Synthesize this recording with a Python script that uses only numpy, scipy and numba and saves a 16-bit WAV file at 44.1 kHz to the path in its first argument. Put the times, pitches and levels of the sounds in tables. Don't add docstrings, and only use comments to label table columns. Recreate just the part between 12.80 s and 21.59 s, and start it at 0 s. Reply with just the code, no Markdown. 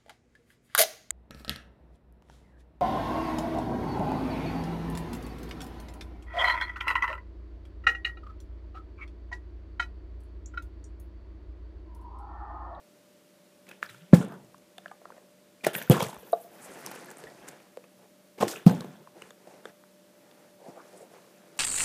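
import sys
import numpy as np
from scipy import signal
from scipy.fft import rfft, irfft
from scipy.io import wavfile
from scipy.ndimage import uniform_filter1d
from numba import njit

SR = 44100
rng = np.random.default_rng(int(sys.argv[2]) if len(sys.argv) > 2 else 0)


def volts_from_decibels(level):
    exponent = np.asarray(level, float) / 20
    return 10 ** exponent


def generate_wav(signal):
    frames = np.transpose(np.atleast_2d(signal))
    scaled = np.clip(frames, -1, 1) * 32767
    pcm = np.round(scaled).astype(np.int16)
    wavfile.write(sys.argv[1], SR, pcm)


N = 387638
SILENT_DB = -110
MIST_HZ = 10500

# start_s, peak_db, floor_pitch_hz, swell_ms, hardness of first touch (0-1)
FLOOR_BLOWS = [
    (1.3327, 8, 159, 7.6, 0.73),
    (3.0991, -2, 134, 14, 0.97),
    (5.8645, 8, 176.5, 7.6, 0.27),
]
# bottle_wall_db, floor_boom_db, boom_fade_db_per_s
AFTER_RING = [
    (-10, -29, 95),
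    (-22, -23.5, 190),
    (-21, -23.5, 105),
]


def unit(x):
    return x / np.sqrt(np.mean(x ** 2))


def band(x, lo_hz, hi_hz):
    sos = signal.butter(2, [lo_hz, min(hi_hz, .45 * SR)], "band", fs=SR, output="sos")
    return unit(signal.sosfilt(sos, x))


def thin(x, hz):
    return signal.sosfilt(signal.butter(4, hz, "high", fs=SR, output="sos"), x)


def walk(rate):
    hold = int(SR / rate)
    steps = np.repeat(rng.standard_normal(N // hold + 1), hold)
    return unit(uniform_filter1d(uniform_filter1d(steps, hold), hold)[:N])


@njit
def ring(n, start, hz, t60, size, glide, sr):
    out = np.zeros(n)
    for k in range(len(hz)):
        life = int(t60[k] * sr) + 1
        z = size[k] + 0j
        p = np.exp(2j * np.pi * hz[k] / sr - np.log(1000) / life)
        turn = np.exp(2j * np.pi * hz[k] / sr * glide[k] / life)
        first = int(start[k] * sr)
        for i in range(first, min(n, first + life)):
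            out[i] += z.imag
            z *= p
            p *= turn
    return out


def grains(rate, lo_hz, hi_hz, cycles, spread_db, glide, bed_db):
    when, pitch, luck = rng.random((int(rate * N / SR), 3)).T
    hz = lo_hz * (hi_hz / lo_hz) ** pitch
    size = volts_from_decibels(-spread_db * np.log(1.002 - luck))
    rings = ring(N, when * N / SR, hz, cycles / hz, size, glide + 0 * hz, 1. * SR)
    mix = unit(rings) + volts_from_decibels(bed_db) * band(rng.standard_normal(N), lo_hz, hi_hz)
    return band(band(mix, lo_hz, hi_hz), 0.85 * lo_hz, 1.6 * hi_hz)


def add_puff(out, s, db, rise_s, fall_s, lo_hz, hi_hz):
    t = np.arange(SR // 20) / SR
    puff = band(rng.standard_normal(len(t)), lo_hz, hi_hz) * (1 - np.exp(-t / rise_s)) * np.exp(-t / fall_s)
    out[int(s * SR):][:len(t)] += (volts_from_decibels(db) * puff)[:N - int(s * SR)]


def patchy(x, drift, top_db):
    top = signal.sosfiltfilt(signal.butter(2, MIST_HZ, "high", fs=SR, output="sos"), x)
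    return volts_from_decibels(top_db + drift) * top + volts_from_decibels(-drift) * (x - top)


def moments():
    return np.arange(N * 1000 // SR + 2) / 1000


def smooth(gains):
    return [np.interp(np.arange(N) / SR * 1000, np.arange(len(g)), g) for g in gains]


def quiet_house():
    # pitch_hz, level_db per Hz
    spectrum = [(40, -26.5), (69, -22), (176, -4), (312, -3), (560, -11.5), (852, -14.5), (12000, -24),
                (15500, -28.5)]
    # pitch_hz, level_db
    hum = [(188.4, -67.5), (333.8, -72.5), (376.8, -81), (565.2, -84), (592.2, -63.5)]
    hz, db = np.transpose(spectrum)
    f = np.maximum(np.fft.rfftfreq(N, 1 / SR), 1)
    shape = volts_from_decibels(np.interp(np.log(f), np.log(hz), db))
    out = volts_from_decibels(-62) * unit(irfft(rfft(rng.standard_normal(N)) * shape, N))
    casing_hz, width_hz = 555, 147
    out += volts_from_decibels(-70.5) * band(rng.standard_normal(N), casing_hz - width_hz / 2, casing_hz + width_hz / 2)
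    for line_hz, line_db in hum:
        turns = np.cumsum(line_hz * (1 + 0.003106 * walk(8.8))) / SR
        out += volts_from_decibels(line_db + 1.5 + 0.86 * walk(4.4)) * np.sin(2 * np.pi * turns)
    return out


def slaps():
    # start_s, peak_db, wall_pitch_hz, fizz_db
    water = [(0.868, -45, 2080, -16), (0.889, -47.5, 670, 4.5), (0.912, -36.5, 1600, -15),
             (1.094, -36, 2040, -16), (1.06, -43, 4950, -16), (1.099, -39.5, 3500, -17),
             (1.145, -40.5, 1394, -17), (2.842, -26.5, 2540, -15.5), (2.867, -14.5, 567, -10),
             (2.951, -23.5, 2310, -22), (3.016, -24.5, 1700, -25), (3.099, -33, 4050, -18),
             (3.14, -24, 1300, -20), (3.176, -24, 1210, -21), (3.202, -33, 1510, -22),
             (3.225, -17, 900, -8), (3.329, -31, 910, -16), (5.6294, -17.5, 960, -21),
             (5.625, -14, 423, -33), (5.68, -25.5, 1500, -6), (5.738, -34, 497, -21),
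             (5.767, -34.5, 476, -25)]
    # start_s, peak_db, wall_pitch_hz, fizz_db
    knocks = [
        (4.114, -26, 1070, -13),
        (4.158, -40.5, 2520, -2),
        (4.286, -38, 1690, -19),
        (4.312, -33.5, 1510, -8),
        (4.37, -37, 574, -17),
        (4.476, -40, 1910, -26),
        (4.685, -37, 634, -1),
        (7.959, -43, 705, -25),
        (8.768, -41.5, 600, -11),
        (8.775, -50.5, 4180, 5.5),
    ]
    # start_s, peak_db, wall_pitch_hz, thump_db
    bounces = [(1.412, -33, 566, 1), (1.427, -36, 665, -6), (1.499, -44, 906, 2), (1.521, -36, 720, -9.5),
               (3.117, -20, 753, -1), (5.606, -31, 525, -10), (5.627, -22, 1000, 2), (5.895, -17, 965, -14),
               (6.044, -29.5, 706, -8), (6.135, -41, 940, -3.5), (6.672, -36.5, 600, -15),
               (7.882, -43, 601, 5)]
    slap_thump_db, knock_thump_db, bounce_fizz_db = -13, -27, -20.5
    rows = [(*row, slap_thump_db) for row in water] + [(*row, knock_thump_db) for row in knocks]
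    rows += [(s, db, hz, bounce_fizz_db, thump_db) for s, db, hz, thump_db in bounces]
    wall, thump = np.zeros(N), np.zeros(N)
    order = np.linspace(0, 1, 14)
    for s, db, hz, fizz_db, thump_db in rows:
        late, size, side = rng.random((3, 14))
        shift = 2.2 * (side - .5) * order
        pitch = np.clip(hz * 2 ** shift, 300, 6000)
        share_db = db - 9.0 - 8 * order ** 0.7 - 4 * size * order
        start = s + 0.002964 * late * order ** .4
        wall += ring(N, start, pitch, .012 + 11 / pitch, volts_from_decibels(share_db), .06 + 0 * pitch, 1. * SR)
        add_puff(wall, s, db + fizz_db, rise_s=0.0013, fall_s=0.0035, lo_hz=3500, hi_hz=14600)
        add_puff(wall, s, db - 15.5, rise_s=0.00071, fall_s=0.0025, lo_hz=hz / 2, hi_hz=4 * hz)
        add_puff(thump, s, db + thump_db, rise_s=0.003, fall_s=0.0082, lo_hz=109, hi_hz=321)
    return thin(wall, 221) + thin(thump, 125)


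def through_wall(x):
    # pitch_hz, width_hz, level_db
    resonances = [(394, 190, -7.5), (1420, 250, -1), (1720, 110, -2.5), (2590, 718, -14.5), (3630, 610, 5)]
    out = 0.89 * x
    for hz, width, db in resonances:
        out = out + volts_from_decibels(db) * signal.lfilter(*signal.iirpeak(hz, hz / width, SR), x)
    return unit(out)


def surge(s, db, rise_s, fade):
    t = np.clip(moments() - s, 0, None)
    return (np.clip(t / rise_s, 0, 1) * volts_from_decibels(db - fade * np.clip(t - rise_s, 0, 1))) ** 2


def water_gains():
    # start_s, gurgle_db, fade_db_per_s, then against the gurgle trickle_db, spray_db
    surges = [(0.875, -55.5, 150, -1.5, -10), (1.02, -52, 260, 2.5, -1), (1.085, -77, 71, 20.5, 15),
              (1.332, -28, 300, -9, -7.5), (1.403, -38.5, 170, -9.5, -19), (1.5, -48, 109, -19.5, -25),
              (2.834, -35.5, 404, -4, -11), (2.859, -35.5, 300, -1, -7), (2.929, -42.5, 86, -1.5, -3.5),
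              (2.977, -41.5, 480, -0.5, -10), (3.101, -24.5, 148, -8, -10), (3.192, -34.5, 200, -2.5, -7),
              (3.222, -42, 151, -6, -2), (3.321, -48, 99, -7, -14), (3.421, -55, 38, -7.5, -8.5),
              (5.576, -48.5, 100, -6, -8.5), (5.601, -29.5, 222, -8, -10), (5.673, -43, 149, -2.5, 2.5),
              (5.703, -47, 200, 1.5, -0.5), (5.75, -47.5, 149, -3, -18), (5.865, -27, 400, -14, -12.5),
              (5.899, -41, 64.4, -9, -12)]
    # start_s, level_db, fade_db_per_s
    mists = [
        (2.95, -46, 135),
        (3.099, -68, 263),
        (3.38, -59.5, 18.5),
        (3.528, -57, 450),
        (5.862, -49, 299.5),
    ]
    rise_s, boom_rise_s = 0.0094, 0.0027
    spray_fade = 1.3
    weight_db = -8.5
    gurgle = sum(surge(s, db, rise_s, fade) for s, db, fade, _, _ in surges)
    trickle = sum(surge(s, db + up, rise_s, fade) for s, db, fade, up, _ in surges)
    spray = sum(surge(s, db + up, rise_s, spray_fade * fade) for s, db, fade, _, up in surges)
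    mist = sum(surge(s, db, rise_s, fade) for s, db, fade in mists)
    floor = sum(surge(row[0], db, boom_rise_s, fade) for row, (_, db, fade) in zip(FLOOR_BLOWS, AFTER_RING))
    return smooth(np.sqrt([floor + volts_from_decibels(2 * weight_db) * gurgle, gurgle, trickle, spray, mist]))


def slosh():
    boom, gurgle, trickle, spray, mist = water_gains()
    out = boom * grains(rate=260, lo_hz=120, hi_hz=260, cycles=5, spread_db=1, glide=0., bed_db=3)
    bubbles = grains(rate=300, lo_hz=322.8, hi_hz=1155, cycles=32, spread_db=2.0, glide=0.441, bed_db=-6.5)
    out += gurgle * through_wall(bubbles)
    drops = grains(rate=600, lo_hz=1210, hi_hz=3500, cycles=29, spread_db=3.0, glide=0.12, bed_db=-0.5)
    out += trickle * through_wall(drops)
    flicker = walk(45)
    fizz = grains(rate=4000, lo_hz=3800, hi_hz=15400, cycles=24, spread_db=3.5, glide=0.069, bed_db=-5.5)
    out += spray * volts_from_decibels(0.52 * flicker) * patchy(fizz, 1.8 * flicker[::-1], top_db=2.5)
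    out += mist * volts_from_decibels(2.5 * walk(60)) * unit(thin(fizz, MIST_HZ))
    return out


def panels():
    # start_s, peak_db, pitch_hz, t60_s
    struck = [(1.336, -32, 3890, 0.043), (1.336, -18.5, 1710, 0.027), (1.414, -30.5, 1380, .03),
              (1.425, -36, 1450, 0.07), (1.4, -46.5, 6700, 0.018), (2.809, -52, 2400, .03),
              (2.84, -29, 590, 0.036), (2.845, -20.5, 1940, 0.02), (2.848, -20.5, 2400, 0.013),
              (2.867, -16.5, 619, 0.072), (2.96, -34, 1870, 0.078), (3.076, -38, 1490, 0.024),
              (3.112, -22.5, 3305, 0.039), (3.121, -28, 3250, .025), (3.167, -21.5, 1080, 0.047),
              (3.205, -18, 537, 0.042), (3.215, -25.5, 3340, 0.023), (3.292, -38, 980, .03),
              (3.366, -32, 1080, 0.015), (3.112, -11.5, 510, 0.084), (3.645, -44, 690, 0.18),
              (4.285, -41, 1700, .06), (4.47, -41, 1905, 0.1), (4.626, -51, 3300, 0.027),
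              (5.583, -35.5, 420, 0.033), (5.61, -31, 2700, .02), (5.617, -33, 2550, .02),
              (5.6305, -4, 646, 0.0093), (5.6261, -14, 1000, 0.012), (5.632, -14.5, 360, .05),
              (5.668, -26.5, 330, 0.13), (2.867, -20, 435, 0.053), (2.867, -21, 1730, .013),
              (2.951, -21, 1940, 0.014), (2.951, -23, 2780, .012), (3.223, -17, 1000, 0.021),
              (1.984, -42, 1530, 0.01), (2.114, -41, 1210, 0.058), (.889, -41, 2570, .02),
              (0.914, -38, 2540, .025), (.915, -50, 3300, .02), (1.09, -44, 3980, 0.033),
              (1.055, -43, 1750, .05), (3.224, -24, 527, 0.033), (5.736, -33, 1420, 0.029),
              (5.76, -27.5, 2670, 0.018), (5.773, -35, 2800, 0.02), (5.912, -26, 800, .025),
              (5.927, -28, 700, .025), (6.019, -34.5, 1070, .03)]
    # start_s, peak_db, pitch_hz, t60_s
    thumps = [
        (1.379, -20, 170, 0.055),
        (1.402, -16, 210, 0.055),
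        (1.44, -29, 200, .09),
        (2.957, -30, 200, .05),
        (3.179, -25, 150, 0.077),
        (3.222, -19, 150, 0.038),
        (3.259, -28, 140, 0.09),
        (5.604, -21, 229, 0.043),
    ]
    s, db, hz, t60 = np.transpose(struck + thumps)
    side, late = rng.random((len(s), 2)).T
    first = ring(N, s, hz, t60, volts_from_decibels(db - 2.5), .03 + 0 * hz, 1. * SR)
    near_hz = hz * (0.85 + .14 * side)
    second = ring(N, s + 0.00127 * late, near_hz, 0.92 * t60, volts_from_decibels(db - 7), 0 * hz, 1. * SR)
    return thin(first + second, 125)


def sheets():
    # centre_s, length_s, level_db, centre_hz
    hisses = [(2.985, .06, -42, 13500), (2.95, .035, -42, 10000), (3.12, .044, -38, 9600),
              (5.715, .05, -46.5, 6200), (3.845, .085, -51, 8800), (3.93, .08, -57, 8000),
              (1.52, .12, -51, 1250), (3.61, .19, -64, 10500), (3.3, .08, -56.5, 8600),
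              (4.0, .091, -57.5, 11000), (4.395, .04, -57, 9100), (4.686, .022, -52, 8000),
              (7.875, .09, -48, 610), (7.97, .06, -49.5, 620), (8.0, .087, -55.5, 1120),
              (8.22, .1, -50.5, 525), (8.14, .066, -55, 520), (5.895, .1, -51.5, 3600),
              (8.2, .15, -64, 8200), (5.868, .022, -41, 14800), (1.41, .12, -54.5, 7600),
              (.93, .1, -64, 2350)]
    out, half = np.zeros(N), 2 ** (0.91 / 2)
    flicker = volts_from_decibels(2.5 * walk(150))
    t = np.arange(-SR // 10, SR // 10)
    for s, length, db, hz in hisses:
        swell = np.cos(np.pi * np.clip(t / SR / length, -.5, .5)) ** 2
        hiss = band(band(rng.standard_normal(len(t)), hz / half, hz * half), hz / half, hz * half)
        out[int(s * SR) + t] += volts_from_decibels(db) * swell * hiss
    return flicker * out


def air():
    # time_s, pitch_hz, level_db
    glide = [
        (1.02, 97.2, -85),
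        (1.04, 98, -70),
        (1.1, 105, -63),
        (1.17, 125, -57),
        (1.22, 161, -47.5),
        (1.27, 192.5, -59.5),
        (1.321, 198, -49),
    ]
    s, hz, db = np.transpose(glide)
    t = np.arange(N) / SR
    level = volts_from_decibels(np.interp(t, s, db, left=SILENT_DB, right=SILENT_DB) + 4.0 * walk(40))
    return level * np.sin(2 * np.pi * np.cumsum(np.interp(t, s, hz)) / SR)


def pops():
    # start_s, peak_db, low_panel_hz, high_panel_hz, high_panel_db
    dents = [(1.744, -44, 1077, 1360, -7), (1.78, -54, 1243, 6480, -10), (1.981, -36, 715, 3520, -0.5),
             (2.059, -41.5, 613, 1670, 8.5), (2.08, -54, 1630, 3200, 9), (2.114, -37.5, 784, 1640, -4),
             (2.215, -46.5, 630, 1320, -6), (2.254, -42.5, 650, 1390, 5.5), (2.303, -40, 970, 1250, -6),
             (2.32, -45, 437, 1390, 2), (2.366, -47, 560, 900, 0), (2.379, -43.5, 570, 1720, -9),
             (4.439, -29, 444, 1910, -25), (4.801, -52.5, 573, 2360, 4), (4.972, -30, 495, 1420, -29),
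             (5.04, -47.5, 491, 2550, -3), (5.865, -13.5, 443, 1714, -31), (6.272, -42, 1026, 1436, -31),
             (6.42, -33.5, 418, 2910, -3.5), (6.506, -40.5, 460, 3500, -4), (6.854, -31, 447, 1656, -5),
             (6.854, -49.5, 882, 3500, 10)]
    # start_s, crack_db, panel_hz, panel_db, other_panel_hz
    snaps = [
        (1.0276, -57, 1820, -20, 1190),
        (1.327, -56, 876, -33.5, 2490),
        (2.866, -27, 686, -20, 525),
        (3.2044, -42, 920, -21, 3330),
        (3.025, -38.5, 2260, -34, 420),
        (3.098, -31, 495, -26, 3060),
        (4.0622, -39, 5830, -25, 870),
        (4.07, -42, 900, -34.5, 5530),
        (6.006, -41.5, 455, -34.5, 1506),
    ]
    rows = [(*row, -21.5 + 10 * np.log2(row[3] / 1500)) for row in dents]
    second_db = -9.5
    rows += [(s, db, hz, other_hz, second_db, crack_db - db) for s, crack_db, hz, db, other_hz in snaps]
    out = np.zeros(N)
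    for s, db, low_hz, high_hz, high_db, crack_db in rows:
        shift, late = rng.random((2, 12))
        between = low_hz * (1.1 * high_hz / low_hz) ** shift[:8]
        pitch = np.r_[low_hz, 1.075 * low_hz, high_hz, .92 * high_hz, between]
        share_db = np.r_[0.5, -4, high_db + .6, high_db - 3, .6 * high_db - 6 - 4 * late[:8]]
        decay = np.r_[.022, .018, .013, .01, .014 + 0 * between] * np.minimum(1, 900 / low_hz)
        out += ring(N, s + 0.0017 * late, pitch, decay, volts_from_decibels(db + share_db), 0 * pitch, 1. * SR)
        add_puff(out, s, db + max(high_db, 0) - 8.5, rise_s=.0002, fall_s=0.00064,
                 lo_hz=low_hz / 2 + 200, hi_hz=1.6 * max(low_hz, high_hz))
        add_puff(out, s, db + crack_db, rise_s=0.00011, fall_s=0.0017, lo_hz=4390, hi_hz=10500)
    return thin(out, 421)


def ticks():
    # start_s, peak_db, centre_hz, width_octaves
    touches = [(1.182, -48, 6950, 0.63), (1.221, -47, 3000, .5), (1.448, -44, 8000, 1.1),
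               (1.484, -50, 9000, .6), (1.521, -48, 5000, .2), (1.54, -49, 8000, .8),
               (1.647, -49, 6200, .9), (2.848, -20.5, 9500, 1.2), (2.868, -24, 13000, 0.45),
               (2.932, -33, 9400, 0.45), (2.963, -20, 13500, .3), (2.968, -21, 13500, .4),
               (2.982, -30, 14000, .4), (2.999, -35, 12500, .3), (3.024, -29, 12700, .5),
               (3.034, -37, 12000, .5), (3.098, -9, 12600, 0.59), (3.168, -30, 10500, .6),
               (3.2045, -15.5, 1900, 1.5), (3.238, -21.5, 3000, 1.2), (3.285, -34.5, 7200, .9),
               (3.301, -38, 3900, .8), (3.344, -39, 10100, 0.88), (3.423, -43, 10500, .4),
               (3.523, -30.5, 11000, .5), (4.062, -24.5, 11100, 0.39), (4.106, -47, 11500, .4),
               (4.113, -36, 12500, .5), (4.146, -41, 12500, .6), (4.152, -35, 9800, 0.42),
               (4.191, -42, 8800, .3), (4.21, -44, 9500, .4), (4.246, -42, 9000, .8),
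               (4.259, -43, 11000, .4), (4.304, -36.5, 7500, .6), (4.37, -34, 7860, 0.33),
               (4.384, -40, 10000, .6), (4.437, -46, 7000, .7), (4.679, -38, 8000, .8),
               (4.686, -29.5, 7900, 0.44), (4.713, -40, 8500, .4), (5.681, -27, 3500, 2),
               (5.703, -34, 7200, 0.57), (5.713, -32, 5500, .5), (5.751, -42, 5500, .3),
               (5.759, -44, 5400, 0.28), (6.008, -29.5, 4570, 1.1), (6.505, -43, 7000, .3),
               (6.42, -41, 7200, 0.36), (7.038, -42, 1000, 1.5), (7.513, -42, 2800, 1.1)]
    out = np.zeros(N)
    for s, db, hz, octaves in touches:
        half = 2 ** (octaves / 2)
        add_puff(out, s, db - 2.5, rise_s=0.00018, fall_s=0.001, lo_hz=hz / half, hi_hz=hz * half)
    return out


def landings():
    # pitch_hz, level_db, t60_s
    bottle = [(465, 2, 0.03), (495, 2.5, 0.04), (556.6, -13.5, 0.036), (742, -19.5, 0.053),
              (841, -9.5, 0.026)]
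    out, t = np.zeros(N), np.arange(SR // 5) / SR
    hz, db, t60 = np.transpose(bottle)
    for (s, peak_db, floor_hz, swell_ms, hardness), (wall_db, *_) in zip(FLOOR_BLOWS, AFTER_RING):
        first = int(s * SR)
        u = 1000 * t / swell_ms
        turns = floor_hz * (t + hardness * 0.0031 * (1 - np.exp(-t / 0.0017)))
        swell = u ** (1 - hardness) * np.exp(-u ** 1.48)
        out[first:][:len(t)] += volts_from_decibels(peak_db) * swell * np.sin(2 * np.pi * turns)
        out[first - len(t):first] -= (volts_from_decibels(peak_db - 25.0) * t / 0.00087 * np.exp(-t / 0.0013))[::-1]
        detune, late = rng.random((len(hz), 2)).T
        start = s + 0.0018 + 0.00513 * late
        out += ring(N, start, hz * (.97 + 0.11 * detune), t60, volts_from_decibels(db + wall_db), 0 * hz, 1. * SR)
    return out


def knees():
    # start_s, level_db
    shifts = [
        (3.36, -48),
        (3.87, -54),
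        (4.07, -62),
        (4.44, -53),
        (4.67, -53),
        (6.41, -58),
        (1.62, -60),
        (1.72, -64),
        (1.82, -67),
        (4.58, -56),
    ]
    out = np.zeros(N)
    for s, db in shifts:
        add_puff(out, s, db, rise_s=.008, fall_s=0.017, lo_hz=40, hi_hz=100)
    return signal.sosfilt(signal.butter(2, 110, fs=SR, output="sos"), out)


def cloth_gains():
    # time_s, effort_db, brightness_db
    reach = [
        (3.54, -83, -11),
        (3.68, -61.5, -5.5),
        (3.8, -54, -2),
        (4.1, -53.5, 0.5),
        (4.3, -55, -2.5),
        (4.55, -54, -4.5),
        (4.72, -57, -1),
        (4.85, -68.5, -1.5),
        (5.1, -74.5, -3.5),
    ]
    # centre_s, length_s, effort_db, brightness_db
    strokes = [(2.06, 0.28, -78.5, 8), (2.328, 0.35, -60, -6.5), (3.94, .07, -70, 9), (4.4, 0.04, -60, 1),
               (4.687, 0.048, -55.5, 3), (5.222, .14, -61.5, -7), (6.378, 0.092, -55.5, -7.5),
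               (6.447, 0.22, -61, -1), (6.725, 0.44, -58.5, -5.5), (6.871, 0.12, -58, -2.5),
               (7.567, 0.92, -64.5, -4), (7.826, 0.11, -51, -16), (7.885, 0.16, -50.5, -9.5),
               (7.973, 0.21, -57.5, -7.5), (8.027, 0.14, -65, -3), (8.14, 0.34, -54.5, -6.5),
               (8.23, 0.17, -53.5, -10.5), (8.367, 0.35, -59.5, -5), (8.628, 0.99, -65.5, -1.5)]
    layer_db = [-1, 2, 1, -3.5]
    layer_tilt = [1.5, 0.19, 1.4, 1.11]
    t = moments()
    s, effort_db, bright_db = np.transpose(reach)
    effort = volts_from_decibels(np.interp(t, s, effort_db, left=SILENT_DB, right=SILENT_DB))
    efforts = [(effort, np.interp(t, s, bright_db))]
    for s, length, db, bright in strokes:
        swell = np.cos(np.pi * np.clip((t - s) / length, -.5, .5)) ** 2
        efforts.append((volts_from_decibels(db) * swell, bright))
    gains = []
    for db, tilt in zip(layer_db, layer_tilt):
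        power = sum((gain * volts_from_decibels(db + tilt * bright)) ** 2 for gain, bright in efforts)
        gains.append(np.sqrt(power))
    return smooth(gains)


def cloth():
    rumble, rub, scuff, swish = cloth_gains()
    grip = walk(25)
    out = rumble * grains(rate=28, lo_hz=125, hi_hz=304, cycles=4.3, spread_db=3.5, glide=0., bed_db=5.0)
    rubbing = grains(rate=310, lo_hz=300, hi_hz=1000, cycles=10, spread_db=2.0, glide=0.085, bed_db=-0.5)
    out += rub * volts_from_decibels(2.3 * grip) * rubbing
    scuffing = grains(rate=900, lo_hz=1000, hi_hz=4700, cycles=13, spread_db=1.5, glide=0., bed_db=1.0)
    out += scuff * volts_from_decibels(1.4 * grip + 1.1 * walk(70)) * band(scuffing, 390, 2310)
    swishing = grains(rate=1500, lo_hz=3600, hi_hz=13500, cycles=14, spread_db=3, glide=0., bed_db=0)
    out += swish * volts_from_decibels(.8 * grip + 1.2 * walk(30)) * patchy(swishing, 1.5 * grip[::-1], top_db=-8)
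    return out


def tap():
    # pitch_hz, level_db, t60_s
    hollow = [(460, -9, 0.079), (665, -0.5, 0.055), (690, 6, 0.044), (780, -3.5, 0.046), (870, 11, 0.0082),
              (1170, -11.5, 0.039), (3860, -17, 0.022), (4500, -7, 0.0065), (1480, -11, 0.013),
              (478, -31, 0.42)]
    start_s, peak_db = 3.5287, -13
    hz, db, t60 = np.transpose(hollow)
    rings = ring(N, start_s + 0 * hz, hz, t60, volts_from_decibels(peak_db + db), 0 * hz, 1. * SR)
    rise = np.clip((np.arange(N) / SR - start_s) / 0.0039, 0, 1)
    return thin(rise ** 2 * rings, 280)


@njit
def walls(x, lags, gain, damp):
    line, soft, out = np.zeros((8, 4096)), np.zeros(8), np.zeros(len(x))
    for i in range(len(x)):
        total = 0.
        for k in range(8):
            soft[k] += (1 - damp) * (gain[k] * line[k, (i - lags[k]) & 4095] - soft[k])
            total += soft[k]
            out[i] += soft[k] * (1 - 2 * (k % 2))
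        for k in range(8):
            line[k, i & 4095] = x[i] + soft[k] - total / 4
    return out


def scene():
    house = quiet_house()
    near = slaps() + slosh() + panels() + sheets() + air() + pops()
    near += ticks() + landings() + knees() + cloth() + tap()
    room_t60_s, room_damp, room_db = 0.28, 0.44, -22
    lags = rng.integers(250, 1700, 8)
    echo = walls(near + 1e-18, lags, volts_from_decibels(-60 * lags / SR / room_t60_s), room_damp)
    return (near + volts_from_decibels(room_db) * echo + house)[None]


def band_limit(x):
    return signal.sosfilt(signal.butter(12, 16570, fs=SR, output="sos"), x)


def record(dry):
    narrow = signal.sosfilt(signal.butter(2, 60, "high", fs=SR, output="sos"), dry)
    narrow = signal.sosfilt(signal.ellip(10, .3, 36, 15330, fs=SR, output="sos"), narrow)
    held = narrow / (1 + np.abs(narrow) ** 6) ** (1 / 6)
    return band_limit(held)


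dry = scene()
out = record(dry)
generate_wav(out)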